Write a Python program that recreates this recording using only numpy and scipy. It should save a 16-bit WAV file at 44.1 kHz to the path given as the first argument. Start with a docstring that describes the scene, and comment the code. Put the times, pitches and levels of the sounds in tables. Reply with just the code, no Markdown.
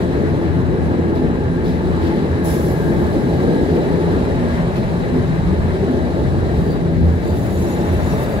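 """A rumbling carriage floor and droning cog teeth, as an electric rack train climbs past a rock cutting.
Close by, at an open carriage window, come boom and roar from below, rolling, steel fizz, gear whine
and a faint inverter whine, all as shaped noise; the teeth are wandering, beating tones.
Scuffs are noise puffs, pings and knocks short sines; an air valve blows off once as a fading noise jet.
Near the end a wheel flange scrapes and sings as noise-driven resonances, and the rail groans upward."""
import sys
import numpy as np
from scipy import signal
from scipy.fft import rfft, irfft
from scipy.io import wavfile
from scipy.ndimage import uniform_filter1d

SR = 44100
rng = np.random.default_rng(int(sys.argv[2]) if len(sys.argv) > 2 else 0)


def materialize(psi):
    """Save the field psi as 16-bit PCM at rate SR to the path in sys.argv[1].

    A 1-D psi becomes a single channel; in a 2-D psi each row is a channel.
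    """
    bounded = np.clip(np.atleast_2d(psi).T, -1, 1)
    quanta = np.round(bounded * 32767).astype(np.int16)
    wavfile.write(sys.argv[1], SR, quanta)


N = 370440  # samples

# Under the carriage, loudest where the rock wall stands close:
# (time [s], floor boom [dB], bogie roar [dB], bogie hums [dB], upper roar [dB])
BODY_LEVELS = [(0.0, -22, -22, -20.5, -31), (0.7, -22.5, -20, -20, -51), (1.7, -23, -22.5, -21.5, -41),
               (2.3, -23.5, -21.5, -22.5, -33), (2.8, -20.5, -20.5, -22.5, -31),
               (3.5, -23.5, -16.5, -18.5, -34.5), (4.1, -23, -19.5, -18, -33), (4.6, -20, -23, -24, -27.5),
               (5.1, -20, -25, -24, -32), (5.5, -18.5, -24, -26, -35.5), (6.0, -24.5, -23, -22, -29),
               (6.5, -18, -20.5, -25, -34), (7.0, -19.5, -24, -28, -33), (7.6, -20, -22.5, -24, -32),
               (8.4, -21, -22.5, -26, -27)]
# Colours of floor boom, bogie roar and upper roar: (frequency [Hz], density [dB per Hz])
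BOOM_COLOUR = [(12, -71), (22, -26), (30, -1), (45, 5.5), (65, 14), (105, 10.5), (140, 3), (210, 5.5),
               (280, -23), (450, -54), (1500, -85)]
ROAR_COLOUR = [(60, -58), (150, 4), (250, 3.5), (360, 2), (450, 2), (520, -8.5), (650, -10), (800, -11),
               (1000, -39), (1400, -59), (4000, -86)]
UPPER_ROAR_COLOUR = [(250, -34), (480, 6), (600, 11), (750, 2), (1000, -24), (2000, -58)]
# Narrow gearbox and panel hums, riding on the floor boom: (frequency [Hz], width [Hz], level [dB])
FLOOR_HUMS = [(134.4, 28, -5), (185.5, 4.2, -12.5), (219.6, 20, -17)]
# Hums of the bogie: (frequency [Hz], width [Hz], level [dB])
BOGIE_HUMS = [(352, 42, -6), (423.6, 45, -13), (507, 34, -17), (573.6, 41, -18.5), (655, 30, -24),
              (866.7, 38, -17)]
SHAKE_DB, SHAKE_HZ = 0.63, 7.9  # rms depth and rate of the body's random shudder

# Cog teeth entering the rack:
# (time [s], 1st multiple of the tooth rate [dB], 2nd multiple [dB], 3rd multiple [dB])
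COG_LEVELS = [(0.0, -27.5, -39, -30.5), (0.7, -19, -24, -31.5), (1.3, -30.5, -27, -29.5),
              (1.85, -22.5, -25.5, -26.5), (2.4, -25, -25.5, -30), (3.0, -25, -24, -37),
              (3.6, -30.5, -33, -34), (4.03, -25.5, -15.5, -40), (4.2, -34.5, -27.5, -24.5),
              (4.6, -26, -23, -28), (4.95, -45, -22, -42.5), (5.17, -44, -27, -19), (5.4, -34, -20, -35.5),
              (5.7, -18, -34, -41), (5.95, -25, -31, -17.5), (6.3, -19, -36, -49), (6.7, -44, -23.5, -31.5),
              (7.05, -16.5, -21, -26.5), (7.5, -25.5, -34, -51), (7.9, -21.5, -34, -42),
              (8.4, -35, -32, -55)]
TEETH_HZ = 83.5  # mean tooth rate
BEAT_DB, BEAT_HZ = -3.5, 8.6  # the other pinions, in and out of step with the nearest one

# The track, thrown back by the rock wall:
# (time [s], rolling [dB], fizz of steel on steel [dB], gear whine [dB])
TRACK_LEVELS = [(0.0, -33, -45.5, -48), (0.8, -34, -49, -44.5), (1.5, -34.5, -48.5, -45),
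                (2.1, -32.5, -46, -45.5), (2.7, -32.5, -47, -43), (3.5, -33.5, -44, -43),
                (4.5, -31.5, -44.5, -49), (5.2, -33, -46, -49), (6.0, -34, -45.5, -46),
                (6.7, -34.5, -46.5, -49), (7.0, -36, -48.5, -50), (7.5, -34.5, -46.5, -52),
                (8.1, -31, -44, -57), (8.4, -31.5, -46.5, -45)]
# Colours of rolling and fizz: (frequency [Hz], density [dB per Hz])
ROLL_COLOUR = [(200, -70), (500, -18), (800, 3.5), (1000, 2), (1400, -3), (1660, -2.5), (2050, -5.5),
               (2500, -12), (3100, -16), (4500, -54), (9000, -68)]
FIZZ_COLOUR = [(900, -70), (2200, -15), (3200, -2), (3900, 0), (4500, -4), (5500, -9), (7400, -12),
               (8600, -12), (9300, -14), (10300, -13), (11500, -17), (12500, -21), (13500, -22.5),
               (14500, -25), (15800, -30)]
# Inverter switching tone, sidebands and double, relative to the fizz:
# (frequency [Hz], width [Hz], level [dB])
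INVERTER_TONES = [(3860, 50, -15), (4000, 18, -20), (4010, 240, -12), (4153, 20, -20), (8030, 250, -18)]
# Resonances of the gear whine: (frequency [Hz], width [Hz], level [dB])
GEAR_TONES = [(1610, 24, -3), (1668, 18, -5.5), (1748, 55, -7.5)]

# Short scuffs at rail joints; level before the rise, treble relative to the dull part:
# (time [s], level [dB], rise [s], fall by 60 dB [s], treble [dB])
SCUFF_EVENTS = [(1.145, -39, .02, 0.24, -1), (1.64, -35.5, .025, 0.46, -2), (2.0, -31, 0.06, 0.57, -5),
                (2.16, -45, .015, 0.27, -4), (4.49, -38, 0.018, .3, -6), (4.755, -35.5, .004, .2, -4)]
# Colour of the scuffs: (frequency [Hz], density [dB per Hz])
SCUFF_COLOUR = [(500, -70), (1500, -15), (3500, 1), (5000, -4), (6500, -12), (9000, -13), (12000, -13),
                (15800, -21)]
SCUFF_TOP_HZ = 5500  # split between dull and treble
# Brief metallic rings: (time [s], length [s], pitch [Hz], level [dB])
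PING_EVENTS = [(1.64, .1, 5050, -55), (4.45, .1, 1645, -37), (4.73, .08, 2560, -46)]

# Colour of the air jet: (frequency [Hz], density [dB per Hz])
JET_COLOUR = [(600, -70), (1500, -25), (3000, -4), (4500, -3), (7600, -3), (8500, 0), (11500, 0),
              (12500, -1), (13500, -3), (14500, -5), (15800, -5)]
VALVE_S, OPEN_S = 2.436, 0.02  # start and opening time constant [s]
JET_BODY_HZ = 7000  # split between dull body and thin top
TOP_DB, TOP_T60 = -32, 0.73  # the thin top drops quickly; T60 in s
BODY_DB, BODY_T60 = -33, 1.3  # the duller body lingers
LEAK_DB, LEAK_T60 = -44, 4.7  # a long leak under both

# Dull knocks under the floor, level before the rise:
# (time [s], level [dB], pitch [Hz], fall by 60 dB [s])
KNOCK_EVENTS = [(5.741, -10.5, 380, 0.14), (5.826, -2, 387, 0.079), (5.967, -11.5, 375, 0.14)]

# Flange rubbing the rail: (time [s], scrape [dB], high modes [dB], low modes [dB],
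# 4.7 kHz mode [dB], squeal of the 5.7 kHz mode [dB])
FLANGE_LEVELS = [(6.4, -73, -78, -77, -72, -80), (6.6, -57, -68, -60, -62, -72),
                 (6.73, -51, -66, -55, -48, -72), (6.84, -72, -82, -72, -68, -80),
                 (7.05, -69, -71, -66, -68, -78), (7.2, -60, -68, -62, -64, -58),
                 (7.28, -56, -59, -50, -50, -66), (7.4, -45, -59.5, -58, -61, -66),
                 (7.62, -52, -53, -54, -58, -52), (7.8, -58, -58, -53, -64, -59),
                 (8.03, -56, -57.5, -51, -64, -54), (8.1, -48, -55.5, -50, -55.5, -43),
                 (8.18, -45, -60, -49, -54, -56), (8.3, -46, -57.5, -53, -51, -58),
                 (8.4, -55, -60, -53, -54, -65)]
# Colour of the scrape: (frequency [Hz], density [dB per Hz])
SCRAPE_COLOUR = [(1000, -70), (3000, -12), (5000, -3), (8000, -1), (12500, 0), (14000, -1), (15800, -2)]
# Modes of the wheel: (frequency [Hz], width [Hz], level [dB])
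WHEEL_MODES = [(2690, 60, -2), (3645, 70, -1), (4650, 110, 0), (5695, 65, -1), (6760, 180, 3),
               (7835, 160, -2), (8600, 250, -5), (8930, 100, -1), (10080, 170, -1), (11160, 200, -2),
               (11600, 120, -7), (12340, 200, 0), (12750, 250, -6), (13450, 200, -6), (14600, 200, -9),
               (15250, 250, -7)]
# The rail's one upward groan under the flange: (time [s], pitch [Hz], level [dB])
GROAN_CURVE = [(8.1, 1015, -60), (8.15, 1050, -40), (8.2, 1160, -38), (8.24, 1260, -41), (8.3, 1320, -58)]
GROAN_WIDTH_HZ = 110

# Stereo likeness of left and right: (frequency [Hz], likeness [0-1])
STEREO_LIKENESS = [(30, .66), (150, .68), (400, .87), (900, .75), (1400, .62), (1800, .2), (2200, .55),
                   (2600, .2), (3900, .42), (5000, .25), (7900, .15), (8250, 1), (16000, 1)]
# Stereo phase by which the right leads, falling steadily above 8 kHz: (frequency [Hz], lead [rad])
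RIGHT_LEAD = [(0, 0), (1800, 3.1), (2200, 3.9), (3000, 3.8), (4000, 6.3), (5000, 7.7), (6100, 9.4),
              (7100, 12.3), (8000, 16.75), (16000, 6.0)]
# Stereo balance, left minus right: (frequency [Hz], level difference [dB])
LEFT_LEAN = [(30, -2), (150, 3), (400, 1), (700, -1.5), (1200, 0), (2000, 6), (2600, 3), (4500, 1),
             (5300, 3.5), (7000, 0), (7950, -8), (8200, 0), (16000, 0)]
EDGE_HZ = 15740  # upper band limit
PAD, FADE_S = 4096, .004  # mirrored run-in and run-out [samples]; fade at both ends [s]


def gain_of(db):
    """Turns decibels into gain."""
    return 10 ** (np.asarray(db) / 20)


def evened(x):
    """Scales to rms 1."""
    return x / np.sqrt(np.mean(x ** 2) + 1e-20)


def read(points, hz):
    """Reads a frequency table on a log-frequency axis."""
    f, value = np.transpose(points)
    return np.interp(np.log(hz + 1), np.log(f + 1), value)


def follow(rows):
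    """Turns a table over time into one track a column."""
    s, *columns = np.transpose(rows)
    return [np.interp(np.arange(N) / SR, s, c) for c in columns]


def drift(hz, size=N):
    """Slow random motion of rms about 1, low-passed near hz."""
    coarse = size // 64
    z = rfft(rng.standard_normal(coarse))
    rate = np.fft.rfftfreq(coarse, 64 / SR)
    slow = irfft(z / (1 + (rate / hz) ** 4), coarse)
    return evened(np.interp(np.arange(size) / 64, np.arange(len(slow)), slow))


def split(x, hz):
    """Parts x into what lies below and above hz."""
    z = rfft(x)
    low = 1 / (1 + (np.fft.rfftfreq(N, 1 / SR) / hz) ** 8)
    return irfft(z * low, N), irfft(z * (1 - low), N)


def noise(shape, size, patchy_db, flicker_db):
    """Two unrelated noises of one colour, sharing drifting patches and a flicker."""
    frames = 4 * N // size + 5
    hz = np.fft.rfftfreq(size, 1 / SR)
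    z = rng.standard_normal((5, len(hz), frames))
    # patches are smooth across frequency, then across time
    patches = uniform_filter1d(z[4], size=size // 64, axis=0)
    patches = evened(uniform_filter1d(patches, size=8192 // size, axis=1))
    flicker = evened(uniform_filter1d(rng.standard_normal(frames), size=4096 // size + 1))
    level_db = read(shape, hz)[:, None] + patchy_db * patches + flicker_db * flicker
    field = (z[:2] + 1j * z[2:4]) * gain_of(level_db)
    sound = signal.istft(field, nperseg=size, noverlap=size * 3 // 4)[1]
    return evened(sound[:, :N])


def rings(modes, flutter_db, flutter_hz, wander_hz=0, size=N):
    """Noise-driven resonances, each swelling by itself and straying in pitch by wander_hz (rms)."""
    hz = np.fft.rfftfreq(size, 1 / SR)
    out = np.zeros((2, size))
    white = rfft(rng.standard_normal((2, size)))
    for f, width, db in modes:
        ring = white / (1 + (2 * (hz - f) / width) ** 2)
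        if wander_hz:
            # the one-sided spectrum gives a complex signal whose pitch can be turned
            turn = 2 * np.pi * np.cumsum(wander_hz * drift(flutter_hz, size)) / SR
            ring = (np.fft.ifft(ring, size) * np.exp(1j * turn)).real
        else:
            ring = irfft(ring, size)
        out += gain_of(db + flutter_db * drift(flutter_hz, size)) * evened(ring)
    return out


def body():
    """Broad noise of the shaken floor and bogie, with narrow hums where parts resonate."""
    boom_db, roar_db, hums_db, upper_db = follow(BODY_LEVELS)
    boom = gain_of(-2.5) * noise(BOOM_COLOUR, size=4096, patchy_db=1.1, flicker_db=1.0)
    boom = boom + rings(FLOOR_HUMS, flutter_db=-1.35, flutter_hz=0.47)
    roar = gain_of(roar_db) * noise(ROAR_COLOUR, size=2048, patchy_db=0.56, flicker_db=-0.5)
    roar += gain_of(hums_db) * rings(BOGIE_HUMS, flutter_db=2.0, flutter_hz=3.3, wander_hz=8)
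    roar += gain_of(upper_db) * noise(UPPER_ROAR_COLOUR, size=2048, patchy_db=0.3, flicker_db=0.8)
    # floor and bogie shudder separately
    floor = gain_of(boom_db + SHAKE_DB * drift(SHAKE_HZ)) * boom
    return floor + gain_of(SHAKE_DB * drift(SHAKE_HZ)) * roar


def cogs():
    """Tooth-rate tones; play in the drive lets the phase wander, and other pinions beat against them."""
    out = np.zeros((2, N))
    turns = np.arange(N) * TEETH_HZ / SR
    for k, db in enumerate(follow(COG_LEVELS)):
        others = (drift(BEAT_HZ) + 1j * drift(BEAT_HZ)) / np.sqrt(2)
        beat = 1 + gain_of(BEAT_DB) * others
        level = gain_of(db) * np.sqrt(2 / np.mean(abs(beat) ** 2))
        for view in out:
            wander = np.cumsum(1.793 * drift(3.9)) / SR
            wander = wander - uniform_filter1d(wander, size=4 * SR)  # takes out the slow part
            phase = 2 * np.pi * (k + 1) * (turns + wander)
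            view += level * (beat * np.exp(1j * phase)).real
    return out


def track():
    """Rolling noise and steel fizz, with narrow inverter tones that follow the fizz level."""
    roll_db, fizz_db, _ = follow(TRACK_LEVELS)
    roll = gain_of(roll_db) * noise(ROLL_COLOUR, size=1024, patchy_db=1.18, flicker_db=.8)
    texture = noise(FIZZ_COLOUR, size=512, patchy_db=.8, flicker_db=.6)
    inverter = rings(INVERTER_TONES, flutter_db=-0.5, flutter_hz=2.8)
    return roll + gain_of(fizz_db) * (texture + inverter)


def gear():
    """A rough whine near 1.7 kHz from noise-driven resonances that come and go."""
    whine_db = follow(TRACK_LEVELS)[2]
    return gain_of(whine_db) * rings(GEAR_TONES, flutter_db=2.5, flutter_hz=3.7)


def scuffs():
    """Soft puffs of friction noise, each with its treble held below the dull part."""
    t = np.arange(N) / SR
    level, top = np.zeros(N), np.zeros(N)
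    for s, db, rise, t60, top_db in SCUFF_EVENTS:
        age = np.maximum(t - s, 0)
        puff = gain_of(db - 60 * age / t60) * (1 - np.exp(-age / rise))
        level += puff
        top += gain_of(top_db) * puff
    friction = noise(SCUFF_COLOUR, size=256, patchy_db=-0.5, flicker_db=-1.5)
    dull, bright = split(friction, SCUFF_TOP_HZ)
    return level * dull + top * bright


def pings():
    """Thin metallic sine tones that swell and fade within a tenth of a second."""
    t, out = np.arange(N) / SR, np.zeros(N)
    for s, length, hz, db in PING_EVENTS:
        swell = np.sqrt(abs(np.sin(np.pi * np.clip((t - s) / length, 0, 1))))
        out += gain_of(db) * swell * np.sin(2 * np.pi * hz * t)
    return out


def valve():
    """A jet of air that opens fast and fades as the pressure drops, the thin top first."""
    age = np.maximum(np.arange(N) / SR - VALVE_S, 0)
    leak = gain_of(LEAK_DB - 60 * age / LEAK_T60)
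    dull, thin = split(noise(JET_COLOUR, size=256, patchy_db=1.3, flicker_db=.45), JET_BODY_HZ)
    jet = (gain_of(BODY_DB - 60 * age / BODY_T60) + leak) * dull
    jet += (gain_of(TOP_DB - 60 * age / TOP_T60) + leak) * thin
    return (1 - np.exp(-age / OPEN_S)) * jet


def knocks():
    """Soft blows that ring one floor panel briefly as decaying sines."""
    t, out = np.arange(N) / SR, np.zeros(N)
    for s, db, hz, t60 in KNOCK_EVENTS:
        age = np.maximum(t - s, 0)
        rise = 1 - np.exp(-age / 0.009)
        out += gain_of(db - 60 * age / t60) * rise * np.sin(2 * np.pi * hz * age)
    return out


def flange():
    """Stick-slip at the flange scrapes as noise and rings the wheel; the modes waver, catch and let go."""
    scrape_db, high_db, low_db, fourth_db, squeal_db = follow(FLANGE_LEVELS)
    start_s = FLANGE_LEVELS[0][0]
    onset = np.clip((np.arange(N) / SR - start_s) / 0.13, 0, 1)
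    touch = gain_of(1.1 * drift(11)) * onset
    out = gain_of(scrape_db) * noise(SCRAPE_COLOUR, size=256, patchy_db=1.2, flicker_db=1.2)
    size = N - int(start_s * SR)  # the wheel rings only from the first touch on
    groups = [(WHEEL_MODES[:2], low_db, 15), (WHEEL_MODES[2:3], fourth_db, 25),
              (WHEEL_MODES[3:4], squeal_db, 20), (WHEEL_MODES[4:], high_db, 35)]
    for modes, db, wander_hz in groups:
        ringing = rings(modes, flutter_db=1.6, flutter_hz=20, wander_hz=wander_hz, size=size)
        out[:, -size:] += gain_of(db[-size:]) * ringing
    return touch * out


def groan():
    """A fuzzy tone sliding upward: low-passed complex noise carried on a moving pitch."""
    hz, db = follow(GROAN_CURVE)
    t = np.arange(N) / SR
    r = np.exp(-np.pi * GROAN_WIDTH_HZ / SR)
    white = rng.standard_normal((2, N)) + 1j * rng.standard_normal((2, N))
    fuzz = signal.lfilter([1], [1, -2 * r, r * r], white)
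    carrier = np.exp(2j * np.pi * np.cumsum(hz) / SR)
    inside = (t > GROAN_CURVE[0][0]) & (t < GROAN_CURVE[-1][0])
    return inside * gain_of(db) * evened((fuzz * carrier).real)


def scene():
    """Sums two views of the field at the window; knocks and pings are alike in both."""
    running = body() + cogs() + track() + gear()
    return running + scuffs() + pings() + valve() + knocks() + flange() + groan()


def record(dry):
    """Makes stereo: the channels share part of the sound with a phase lead; above 8 kHz both carry one signal."""
    longer = np.pad(dry, [(0, 0), (PAD, PAD)], "reflect")
    size = longer.shape[1]
    hz = np.fft.rfftfreq(size, 1 / SR)
    first, second = rfft(longer)
    same = np.clip(read(STEREO_LIKENESS, hz), 0, 1)
    lead = np.interp(hz, *np.transpose(RIGHT_LEAD))
    right = same * np.exp(1j * lead) * first + np.sqrt(1 - same ** 2) * second
    half_lean_db = read(LEFT_LEAN, hz) / 2
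    stereo = irfft([first * gain_of(half_lean_db), right * gain_of(-half_lean_db)], size)
    # fade both ends, then limit the band
    to_edge = N / 2 - abs(np.arange(-PAD, N + PAD) - N / 2)
    stereo *= np.clip(to_edge / (FADE_S * SR), 0, 1)
    low_pass = signal.firwin(1023, EDGE_HZ, window=("kaiser", 9), fs=SR)
    return signal.oaconvolve(stereo, low_pass[None], "same")[:, PAD:PAD + N]


dry = scene()
out = record(dry)
materialize(out)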